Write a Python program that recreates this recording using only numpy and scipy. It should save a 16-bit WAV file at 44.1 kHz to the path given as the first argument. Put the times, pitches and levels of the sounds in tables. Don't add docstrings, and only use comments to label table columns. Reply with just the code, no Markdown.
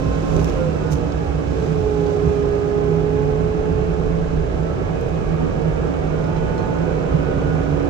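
import sys
import numpy as np
from scipy import signal
from scipy.fft import rfft, irfft, next_fast_len
from scipy.io import wavfile
from scipy.ndimage import uniform_filter1d, map_coordinates

SR = 44100
rng = np.random.default_rng(int(sys.argv[2]) if len(sys.argv) > 2 else 0)


def output_pcm(signal):
    pcm = np.clip(np.atleast_2d(signal).T, -1, 1) * 32767
    wavfile.write(sys.argv[1], SR, np.round(pcm).astype(np.int16))


N = 347949


def amp(db):
    return 10 ** (np.asarray(db) / 20)


def unit(x):
    return x / np.sqrt(np.mean(x ** 2) + 1e-20)


def along(points, hz):
    f, v = np.transpose(points)
    return np.interp(np.log(hz + 1), np.log(f + 1), v)


def curves(rows):
    s, *cols = np.transpose(rows)
    return [np.interp(np.arange(N) / SR, s, c) for c in cols]


def wobble(rate):
    knots = rng.standard_normal(int(N * rate / SR) + 4)
    return map_coordinates(knots, [np.arange(N) * rate / SR])


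def swell(middle, length, order=2, at=None):
    at = np.arange(N) / SR if at is None else at
    return np.exp(-np.abs(2 * (at - middle) / length) ** order)


def filtered(x, response):
    m = next_fast_len(N + SR // 2)
    return irfft(rfft(x, m) * response(np.fft.rfftfreq(m, 1 / SR)), m)[..., :N]


def white():
    return rng.standard_normal((2, N))


def impacts(rate, spread_db):
    chance = rng.random((2, N))
    size = rng.exponential(size=(2, N))
    sign = np.sign(white())
    return unit((chance < rate / SR) * sign * amp(spread_db * np.minimum(size, 4)))


# frequency_hz, left_right_likeness [-1 to 1]
COHERENCE = [(40, 0.89), (170, 0.77), (215, -0.2), (290, -0.68), (340, 0.53), (450, 0.79), (540, -0.36),
             (1500, -0.14), (2800, -0.35), (4000, 0.23), (9000, -0.33), (11000, 0.28)]
# frequency_hz, left_minus_right_db
BALANCE = [(50, -1), (100, -9.5), (150, -7), (250, -3.5), (420, -7.5), (560, -2.5), (900, -2.5), (1280, -8),
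           (1600, -5.5), (4400, -4.5), (5500, -14), (6400, -12.5), (8600, -0.5)]


def coloured(pair, spectrum):
    def turn(hz):
        return np.arccos(np.clip(along(COHERENCE, hz), -1, 1)) / 2

    mid, side = filtered(pair, lambda hz: amp(along(spectrum, hz)) * [np.cos(turn(hz)), np.sin(turn(hz))])
    ears = np.array([mid + side, mid - side])
    both = filtered(ears, lambda hz: amp(np.outer([1, -1], along(BALANCE, hz)) / 2))
    return both / np.std(both.mean(axis=0))


def sustained(pair, span):
    window = signal.windows.hann(int(span * SR))
    power = signal.fftconvolve(pair.mean(axis=0) ** 2, window / window.sum(), mode="same")
    return pair / np.sqrt(np.abs(power) + 0.035)


def angle(hz):
    return 2 * np.pi * np.cumsum(hz) / SR


def tone(phase, flutter_db, rough, lean_db, shift=0):
    sway = amp(flutter_db * wobble(14))
    ears = [sway * np.sin(phase + offset + rough * wobble(45)) for offset in (0, shift)]
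    return np.sqrt(2) * np.array(ears) * amp([[lean_db / 2], [-lean_db / 2]])


# pitch_hz, level_db at the start, fade_db_per_s (negative grows)
WHINE_TONES = [(654.2, -45, -0.5), (743, -48, -0.5), (1514, -65, -0.5), (2614, -57, 3.0)]


def whines():
    out = 0
    for hz, db, fade in WHINE_TONES:
        level = amp(db - fade * np.arange(N) / SR)
        phase = angle(hz * (1 + 0.002 * wobble(.6)))
        out = out + level * tone(phase, flutter_db=1.0, rough=.14, lean_db=-11.0, shift=-1.66)
    return out


# time_s, pitch_hz, relative_level_db
FAN_TONE = [(0, 272, -29), (.7, 285, -37), (1.1, 288, -33.5), (2.4, 283, -34), (3.3, 273, -34.5),
            (3.8, 271, -38.5), (5, 274, -43), (6.7, 277, -41), (7.4, 274, -30), (7.89, 286, -27.5)]


def fan():
    fan_hz, fan_db = curves(FAN_TONE)
    return amp(fan_db - 1.5) * tone(angle(fan_hz), flutter_db=1.5, rough=.13, lean_db=-9.0, shift=0.76)


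def pump(drum_hz):
    gain_hz = .145 * (drum_hz - drum_hz.min())
    phase = angle(272.2 + gain_hz)
    hum = amp(-37.5 + 0.21 * gain_hz) * tone(phase, flutter_db=4.0, rough=0.17, lean_db=-4.5, shift=-2.88)
    return hum + amp(-47.0) * tone(2 * phase, flutter_db=-1.0, rough=.14, lean_db=1.5, shift=-1.9)


# time_s, level_db
MOUNT_SHUDDER = [(0, -44), (.4, -25), (.75, -42), (2.9, -47.5), (3.25, -35.5), (4.4, -28), (4.75, -39),
                 (5.2, -29), (7.89, -37)]


def shudder():
    shudder_db, = curves(MOUNT_SHUDDER)
    mount_hz = 39 + 1.79 * wobble(2.4)
    return amp(shudder_db) * tone(angle(mount_hz), flutter_db=-3.5, rough=0.94, lean_db=-3.0, shift=0.38)


# middle_s, length_s, relative_level_db
FLOOR_JOLTS = [(0.073, 0.08, -25), (0.438, 0.3, -23), (0.943, 0.11, -21.5), (1.172, 0.088, -37),
               (1.38, 0.21, -36), (1.842, 0.15, -23.5), (2.287, 0.06, -16), (2.471, 0.11, -22.5),
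               (3.26, 0.11, -22.5), (3.449, 0.27, -33), (3.718, 0.19, -23), (3.942, 0.11, -21),
               (4.42, 0.25, -32), (5.13, 0.3, -27), (5.619, 0.096, -35), (6.631, 0.083, -25),
               (7.147, 0.067, -16), (7.374, 0.04, -20), (7.47, 0.17, -22.5), (7.61, 0.05, -30.5),
               (7.755, 0.31, -26)]
# frequency_hz, gain_db
RUMBLE_SPECTRUM = [(15, -36), (26, -12.5), (40, -7), (50, 2.5), (64, 3), (80, 0), (95, -1.5), (112, -10.5),
                   (135, -3), (200, -13), (400, -83.5), (1000, -120)]


def rumble():
    jolts = sum(amp(db) * swell(s, length) for s, length, db in FLOOR_JOLTS)
    level = np.hypot(amp(-27.5), amp(-2.0) * jolts)
    return level * sustained(coloured(white(), RUMBLE_SPECTRUM), span=0.05)


# middle_s, length_s, relative_level_db, pitch_hz
BOOM_PULSES = [(0.085, 0.081, -25.5, 160.8), (0.18, 0.064, -23, 157), (0.398, 0.25, -21.5, 161.1),
               (0.643, 0.22, -22, 155), (0.855, 0.11, -25, 151.8), (0.943, 0.052, -21, 153.1),
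               (1.032, 0.059, -31, 161.4), (1.185, 0.21, -28.5, 157.1), (1.373, 0.071, -26, 157.8),
               (1.5, 0.076, -26, 161), (1.595, 0.039, -23.5, 162), (1.707, 0.07, -23, 155.5),
               (1.799, 0.084, -33, 158), (2.019, 0.078, -22.5, 164.6), (2.195, 0.027, -24, 157.8),
               (2.271, 0.057, -21, 159.4), (2.386, 0.074, -23, 156.5), (2.6, 0.094, -28, 157),
               (2.962, 0.35, -22.5, 161.2), (3.29, 0.31, -26.5, 149.2), (3.454, 0.061, -27, 163),
               (3.554, 0.037, -28.5, 164), (3.718, 0.14, -31.5, 169.3), (3.809, 0.025, -26, 169),
               (3.896, 0.05, -23, 167), (3.998, 0.054, -19.5, 159.2), (4.127, 0.12, -25, 165),
               (4.255, 0.058, -28.5, 168.4), (4.389, 0.061, -22, 155.7), (4.604, 0.079, -23, 157.3),
               (4.713, 0.034, -26, 162.3), (4.876, 0.19, -28.5, 157.7), (5.126, 0.042, -26, 159.5),
               (5.332, 0.055, -23.5, 159.5), (5.421, 0.071, -22, 159.7), (5.561, 0.059, -28.5, 152.9),
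               (5.688, 0.15, -24, 155.6), (6.165, 0.29, -24.5, 156.7), (6.384, 0.09, -26, 159.8),
               (6.554, 0.19, -27.5, 161.7), (6.817, 0.072, -24, 165), (6.959, 0.21, -24, 158.8),
               (7.154, 0.054, -17.5, 156), (7.248, 0.11, -29, 150), (7.372, 0.21, -26.5, 156.1),
               (7.56, 0.06, -18.5, 160), (7.701, 0.21, -25, 150.6)]
# frequency_hz, gain_db
CAB_SPECTRUM = [(60, -65), (100, -41.5), (132, -19), (148, 1.5), (163, 10), (174, 1.5), (190, -19),
                (250, -54.5), (1000, -120)]


def boom():
    times, _, _, pitches = np.transpose(BOOM_PULSES)
    boom_hz, = curves(np.transpose([times, pitches]))
    pulses = sum(amp(db) * swell(s, length) for s, length, db, _ in BOOM_PULSES)
    booming = pulses * tone(angle(boom_hz), flutter_db=-1.0, rough=0.33, lean_db=-9.5, shift=0.33)
    return amp(-1.2) * booming + amp(-33) * coloured(white(), CAB_SPECTRUM)


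# middle_s, length_s, firing_rise_db
LABOUR_SPELLS = [(1.351, 0.65, 12), (3.546, 0.94, 9.5), (4.419, 0.34, 10.5), (6.6, 3.44, 1.5)]
# multiple_of_crankshaft_rate, level_db
ENGINE_ORDERS = [(3, -40), (4, -38), (5, -41.5), (7, -56)]


def diesel(crank):
    firing_db = -38.5 + sum(db * swell(s, length, order=4) for s, length, db in LABOUR_SPELLS)
    drone = amp(firing_db) * tone(2 * crank, flutter_db=-0.5, rough=0.41, lean_db=-7.0, shift=0.22)
    for k, db in ENGINE_ORDERS:
        drone += amp(db) * tone(k * crank, flutter_db=3.5, rough=0.5, lean_db=-3.0)
    return drone


def clatter(crank):
    turn = rng.standard_normal((2, 1024))
    place = crank / (2 * np.pi) * turn.shape[1]
    return unit(np.array([map_coordinates(side, [place], mode="grid-wrap") for side in turn]))


# start_s, relative_level_db
FRAME_KNOCKS = [(0.053, 3.5), (0.355, 0), (2.266, -4), (3.94, -10), (4.344, -11), (7.128, -12), (7.537, -6)]


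def knocks():
    out, t = np.zeros(N + SR), np.arange(SR // 2) / SR

    def mode(hz, t60):
        return amp(-60 * t / t60) * np.sin(2 * np.pi * hz * t) * (1 - np.exp(-t / 0.027))

    frame = .5 * mode(hz=59.0, t60=0.35) + 0.64 * mode(hz=127.0, t60=0.098)
    for s, db in FRAME_KNOCKS:
        out[round(s * SR):][:len(t)] += amp(db - 8.0) * frame
    return out[:N] * amp([[-2.5], [2.5]])


# start_s, level_db, pitch_hz
GRIT_PINGS = [(6.365, -55, 4020), (6.5784, -47, 4170)]


def grit(t60):
    out, t = np.zeros(N + SR), np.arange(SR // 4) / SR
    for s, db, hz in GRIT_PINGS:
        out[round(s * SR):][:len(t)] += amp(db - 60 * t / t60) * np.sin(2 * np.pi * hz * t)
    return out[:N]


# middle_s, length_s, level_db
BRIGHT_SWISHES = [(.42, 0.33, -54.5), (0.927, 0.031, -42.5), (0.962, 0.079, -56)]
# frequency_hz, gain_db
SWISH_SPECTRUM = [(2000, -20), (4500, -5), (6200, 6), (8500, -2), (11000, -5), (15500, -17)]


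def swishes():
    contact = sum(amp(db) * swell(s, length) for s, length, db in BRIGHT_SWISHES)
    hiss = white() + 1.1 * impacts(rate=380, spread_db=2.5)
    return contact * coloured(hiss, SWISH_SPECTRUM)


# start_s, relative_level_db, t60_s, tick_relative_to_snap_db
STEM_CRACKS = [(.365, -29.5, .022, -15), (.394, -32.5, .025, -20), (.401, -36, .02, -18),
               (.412, -33, .02, -13), (.4443, -27, .016, -2), (.456, -33, .018, -20), (.479, -36, .02, -13),
               (.49, -35, .02, -20), (.4975, -31.5, .016, -9), (.9165, -38, .03, -8), (.922, -32, .03, -5),
               (.93, -35, .045, -7), (.9565, -40, .015, -14), (1.121, -38, .06, -25),
               (1.512, -42, .05, -25), (1.804, -42, .05, -25), (2.062, -40, .08, -30),
               (2.104, -41, .06, -30), (4.631, -43, .05, -30), (5.011, -44, .022, 5), (5.084, -53, .05, 6),
               (5.289, -43, .05, -30), (6.24, -41, .06, -30), (6.364, -40.5, .08, -25),
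               (6.578, -38, .08, -30)]
# frequency_hz, gain_db
SNAP_SPECTRUM = [(200, -31), (800, -23), (2500, 3.5), (4200, -1.5), (7000, -5.5), (9500, -31), (15500, -32)]
# frequency_hz, gain_db
TICK_SPECTRUM = [(2000, -22), (6000, 6), (11000, -4), (15500, -5)]


def stems():
    bursts, t = np.zeros((2, N + SR)), np.arange(SR // 5) / SR
    for s, db, t60, tick_db in STEM_CRACKS:
        decay = amp(db - 7.0 - 60 * t / t60)
        bursts[:, round(s * SR):][:, :len(t)] += amp([[0], [tick_db]]) * decay
    snap, tick = bursts[:, :N]
    return snap * coloured(white(), SNAP_SPECTRUM) + tick * coloured(white(), TICK_SPECTRUM)


# pitch_hz, width_hz, rise_db
PANEL_MODES = [(357, 33, 2), (451, 45, 1), (532, 50, 2), (610, 48, 1), (746, 40, 4.5), (855, 29, 4.5),
               (1055, 54, 1.5), (1262, 34, 2), (1353, 50, 2.5), (1516, 35, 3.5), (1673, 50, 5),
               (1800, 45, 2.5), (1940, 60, 4), (2220, 70, 4.5), (2445, 55, 2.5), (2543, 70, 1),
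               (2990, 51, 4), (4015, 56, 4.5), (4950, 270, 1.5), (6350, 270, 3)]


def ringing(pair):
    def lift(hz):
        return amp(sum(db * swell(centre, width, at=hz) for centre, width, db in PANEL_MODES))

    return filtered(pair, lift)


# start_s, relative_level_db, pitch_hz around which the panels answer
WOOD_CHUNKS = [(.367, -28, 900), (.388, -17, 380), (.416, -25, 800), (.48, -17, 460), (.612, -24, 520),
               (.926, -31, 900), (0.973, -22, 460), (1.657, -37, 1600), (2.288, -26, 850),
               (2.985, -29, 900), (2.996, -36, 1400), (3.653, -34, 1500), (4.013, -29, 1000),
               (4.58, -30, 850), (4.633, -34, 1500), (5.33, -18, 460), (5.407, -28, 850), (5.648, -18, 500),
               (6.14, -15, 460), (6.424, -16, 460), (6.727, -18, 560), (7.247, -38, 1400), (7.42, -25, 850),
               (7.562, -20, 400), (7.587, -30, 800)]


def chunks():
    out, t = np.zeros((2, N + SR)), np.arange(SR // 5) / SR
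    hz, width, _ = np.transpose(PANEL_MODES)[:, :, None]
    for s, db, pitch_hz in WOOD_CHUNKS:
        octaves = np.log2(hz / pitch_hz)
        weight = swell(0, 0.79, at=octaves) * amp(rng.normal(0, 2, hz.shape))
        weight /= np.linalg.norm(weight)
        phase = rng.uniform(0, 2 * np.pi, hz.shape) + rng.normal(0, 0.52, (2, *hz.shape))
        modes = weight * np.exp(-np.pi * width * t) * np.sin(2 * np.pi * hz * t + phase)
        onset = 1 - np.exp(-t / .001)
        out[:, round(s * SR):][:, :len(t)] += amp(db - 1.0) * modes.sum(axis=1) * onset
    return out[:, :N] * amp([[2.5], [-2.5]])


def churned(pair):
    z = signal.stft(ringing(pair), SR, nperseg=2048)[2]
    field = uniform_filter1d(rng.standard_normal(z.shape[1:]), size=3, axis=0)
    field = unit(uniform_filter1d(field, size=4, axis=1))
    return signal.istft(z * amp(1.0 * field), SR, nperseg=2048)[1][:, :N]


# time_s, relative_rattle_db, relative_spray_db
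HEAD_WORK = [(0.03, -40, -50), (0.42, -38.5, -49), (0.6, -38.5, -51), (0.64, -40, -51), (1.42, -41, -53),
             (1.64, -40, -50), (1.79, -41, -52), (2.12, -40.5, -51), (2.77, -40.5, -53.5),
             (4.19, -41, -54.5), (7.54, -38, -53.5), (7.85, -38.5, -53.5)]


def work():
    return curves(HEAD_WORK)


def tearing():
    _, spray_db = work()
    return amp(2.0 * (spray_db - spray_db.mean()))


# middle_s, roar_rise_db
THICK_BITES = [(.38, 3), (.48, 3), (.57, -1), (.64, 0), (4.8, 2), (5.42, 2), (5.89, 1.5), (6.04, 2),
               (6.43, 2), (7.08, 1), (7.319, 2), (7.46, 0)]


def bites():
    return sum(db * swell(s, 0.035) for s, db in THICK_BITES)


# frequency_hz, gain_db
ROAR_SPECTRUM = [(120, -26.5), (190, -2), (225, 1), (300, 0), (350, -0.5), (460, 0.5), (540, -1.5),
                 (620, -2.5), (680, -11.5), (780, -7), (900, -15), (1300, -45), (5000, -120)]


def roar():
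    rattle_db, _ = work()
    roar_db = -28.5 + 0.92 * (rattle_db - rattle_db.mean()) + bites()
    return amp(roar_db) * coloured(churned(impacts(rate=2500, spread_db=2.0)), ROAR_SPECTRUM)


# frequency_hz, gain_db
RATTLE_SPECTRUM = [(500, -22.5), (850, -8), (1000, 1.5), (1280, 0), (1400, -3), (1620, -2.5), (1850, -10),
                   (2250, -9.5), (2600, -9), (2850, -13), (3200, -17), (4500, -30), (10000, -100)]


def rattle(crank):
    clatter_share = .22
    blows = np.sqrt(1 - clatter_share) * impacts(rate=5000, spread_db=1.5)
    blows += np.sqrt(clatter_share) * clatter(crank)
    rattle_db, _ = work()
    level_db = rattle_db - 1.0 + 0.36 * bites() + 0.39 * wobble(25)
    return amp(level_db) * coloured(churned(blows), RATTLE_SPECTRUM)


# frequency_hz, gain_db
SPRAY_SPECTRUM = [(1500, -28.5), (3000, 5), (3900, 3.5), (4500, 1.5), (5300, 0), (6400, -2), (7300, -1.5),
                  (8600, -6), (9500, -20), (11500, -13), (13000, -41), (15500, -16.5)]


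def spray(crank):
    _, spray_db = work()
    throb = 1 + 0.063 * np.cos(crank)
    chips = white() + 0.57 * impacts(rate=1600, spread_db=1.5)
    return amp(spray_db) * throb * coloured(ringing(chips), SPRAY_SPECTRUM)


# middle_s, length_s, multiple_of_howl, level_db
ORDER_FLARES = [(.13, 0.14, 1, -34), (0.137, 0.31, 2, -45), (.33, .12, 1, -40), (0.302, 0.6, 5, -66),
                (.33, 0.2, 2, -44.5), (.55, 0.19, 5.4, -59), (0.572, 0.083, 2, -42),
                (0.576, 0.098, 1.8, -47), (0.622, 0.086, 2.7, -45), (0.626, 0.14, 1, -28),
                (1, 0.14, 1, -33), (.75, .05, 2.7, -45.5), (.76, 0.23, 5.4, -58), (.88, 0.14, 3, -44),
                (0.96, 0.28, 1.8, -41.5), (1.02, 0.13, 5.4, -62), (1.04, 0.13, 2.7, -45.5),
                (1.26, 0.12, 1.8, -40), (1.33, 0.17, 3, -54), (1.651, 0.17, 3, -56), (1.75, 0.5, 5.6, -59),
                (2.015, 0.62, 2, -44), (2.698, .4, 2, -51.5), (2.36, .35, 5.8, -58), (2.554, 1, 3, -49.5),
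                (3.1, 0.53, 2, -45), (3.2, .3, 5.8, -59), (3.45, .3, 1.8, -51.5), (3.7, 0.59, 2, -49.5),
                (3.75, .6, 6.3, -63), (3.8, .25, 5.8, -63.5), (3.95, .2, 1.8, -49), (4.718, 0.27, 3, -49),
                (4.92, 0.42, 2, -47.5), (5.1, .5, 5.6, -56.5), (5.3, .3, 5.4, -59), (5.42, 0.24, 2.7, -51),
                (5.68, 0.7, 2, -45.5), (5.832, 0.16, 2.7, -56), (5.8, 0.75, 1, -35.5), (6.451, .35, 1, -39),
                (6.3, .2, 1.8, -41), (6.42, .3, 5.4, -60), (6.498, 0.8, 3, -47), (6.5, .55, 6.3, -62.5),
                (6.62, 0.6, 4, -62), (6.642, 0.42, 1.8, -38), (6.85, 0.21, 3, -52), (7.47, 0.6, 3, -42.5),
                (7.6, .4, 5.8, -67)]


def flares(hz):
    phase = angle(hz * (1 + .0016 * tearing() * wobble(13)))
    orders = {}
    for k in sorted({row[2] for row in ORDER_FLARES}):
        orders[k] = tone(k * phase, flutter_db=1.3, rough=.16, lean_db=-9.5, shift=0.59)
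    return sum(amp(db) * swell(s, length, order=2.5) * orders[k] for s, length, k, db in ORDER_FLARES)


# multiple_of_howl, level_db
DRIVE_ORDERS = [(.9, -41.5), (1.8, -55.5), (2, -50), (2.7, -62.5), (3, -60.5), (3.6, -67), (4, -63.5),
                (5.4, -67), (5.8, -66.5), (6.3, -68.5)]


def overtones(hz):
    phase, ragged = angle(hz), 0.19 * tearing()
    return sum(amp(db) * tone(k * phase, flutter_db=2.0, rough=ragged, lean_db=-7.5, shift=1.78)
               for k, db in DRIVE_ORDERS)


# pitch_hz, width_hz, rise_db, in_step_share [0-1, alike at both ears]
HOOD_RESONANCES = [(415.1, 45.3, 15.5, 1), (514, 23, 8.5, 0)]


def howl(hz):
    near = np.array([swell(centre, width, order=3, at=hz) for centre, width, _, _ in HOOD_RESONANCES])
    _, _, rise_db, in_step = np.transpose(HOOD_RESONANCES)
    loose = 1 - near.sum(axis=0)
    rough = 0.063 + 0.3 * loose + .12 * bites()
    shift = -1.9 * (1 - 1.02 * in_step @ near)
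    level = amp(-38.5 + rise_db @ near + 0.85 * bites())
    return level * tone(angle(hz), flutter_db=2.0 * loose, rough=rough, lean_db=-9.0, shift=shift)


# time_s, pitch_hz
DRUM_PITCH = [(0, 526), (.53, 531), (.8, 490), (1.25, 455), (1.5, 439), (1.7, 433), (2, 417), (2.5, 412),
              (2.9, 416), (3.3, 426), (4, 432), (5, 447), (6, 470), (6.4, 489), (6.7, 486), (7, 498),
              (7.4, 484), (7.89, 491)]


def scene():
    drum_hz, = curves(DRUM_PITCH)
    crank = angle(.075 * drum_hz)
    cab = whines() + fan() + pump(drum_hz) + shudder() + rumble() + boom() + diesel(crank)
    wood = knocks() + grit(t60=0.18) + swishes() + stems() + chunks()
    shredding = roar() + rattle(crank) + spray(crank)
    return cab + wood + shredding + flares(drum_hz) + overtones(drum_hz) + howl(drum_hz)


def record(dry):
    return signal.sosfilt(signal.ellip(10, .1, 90, 15800, fs=SR, output="sos"), dry)


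dry = scene()
out = record(dry)
output_pcm(out)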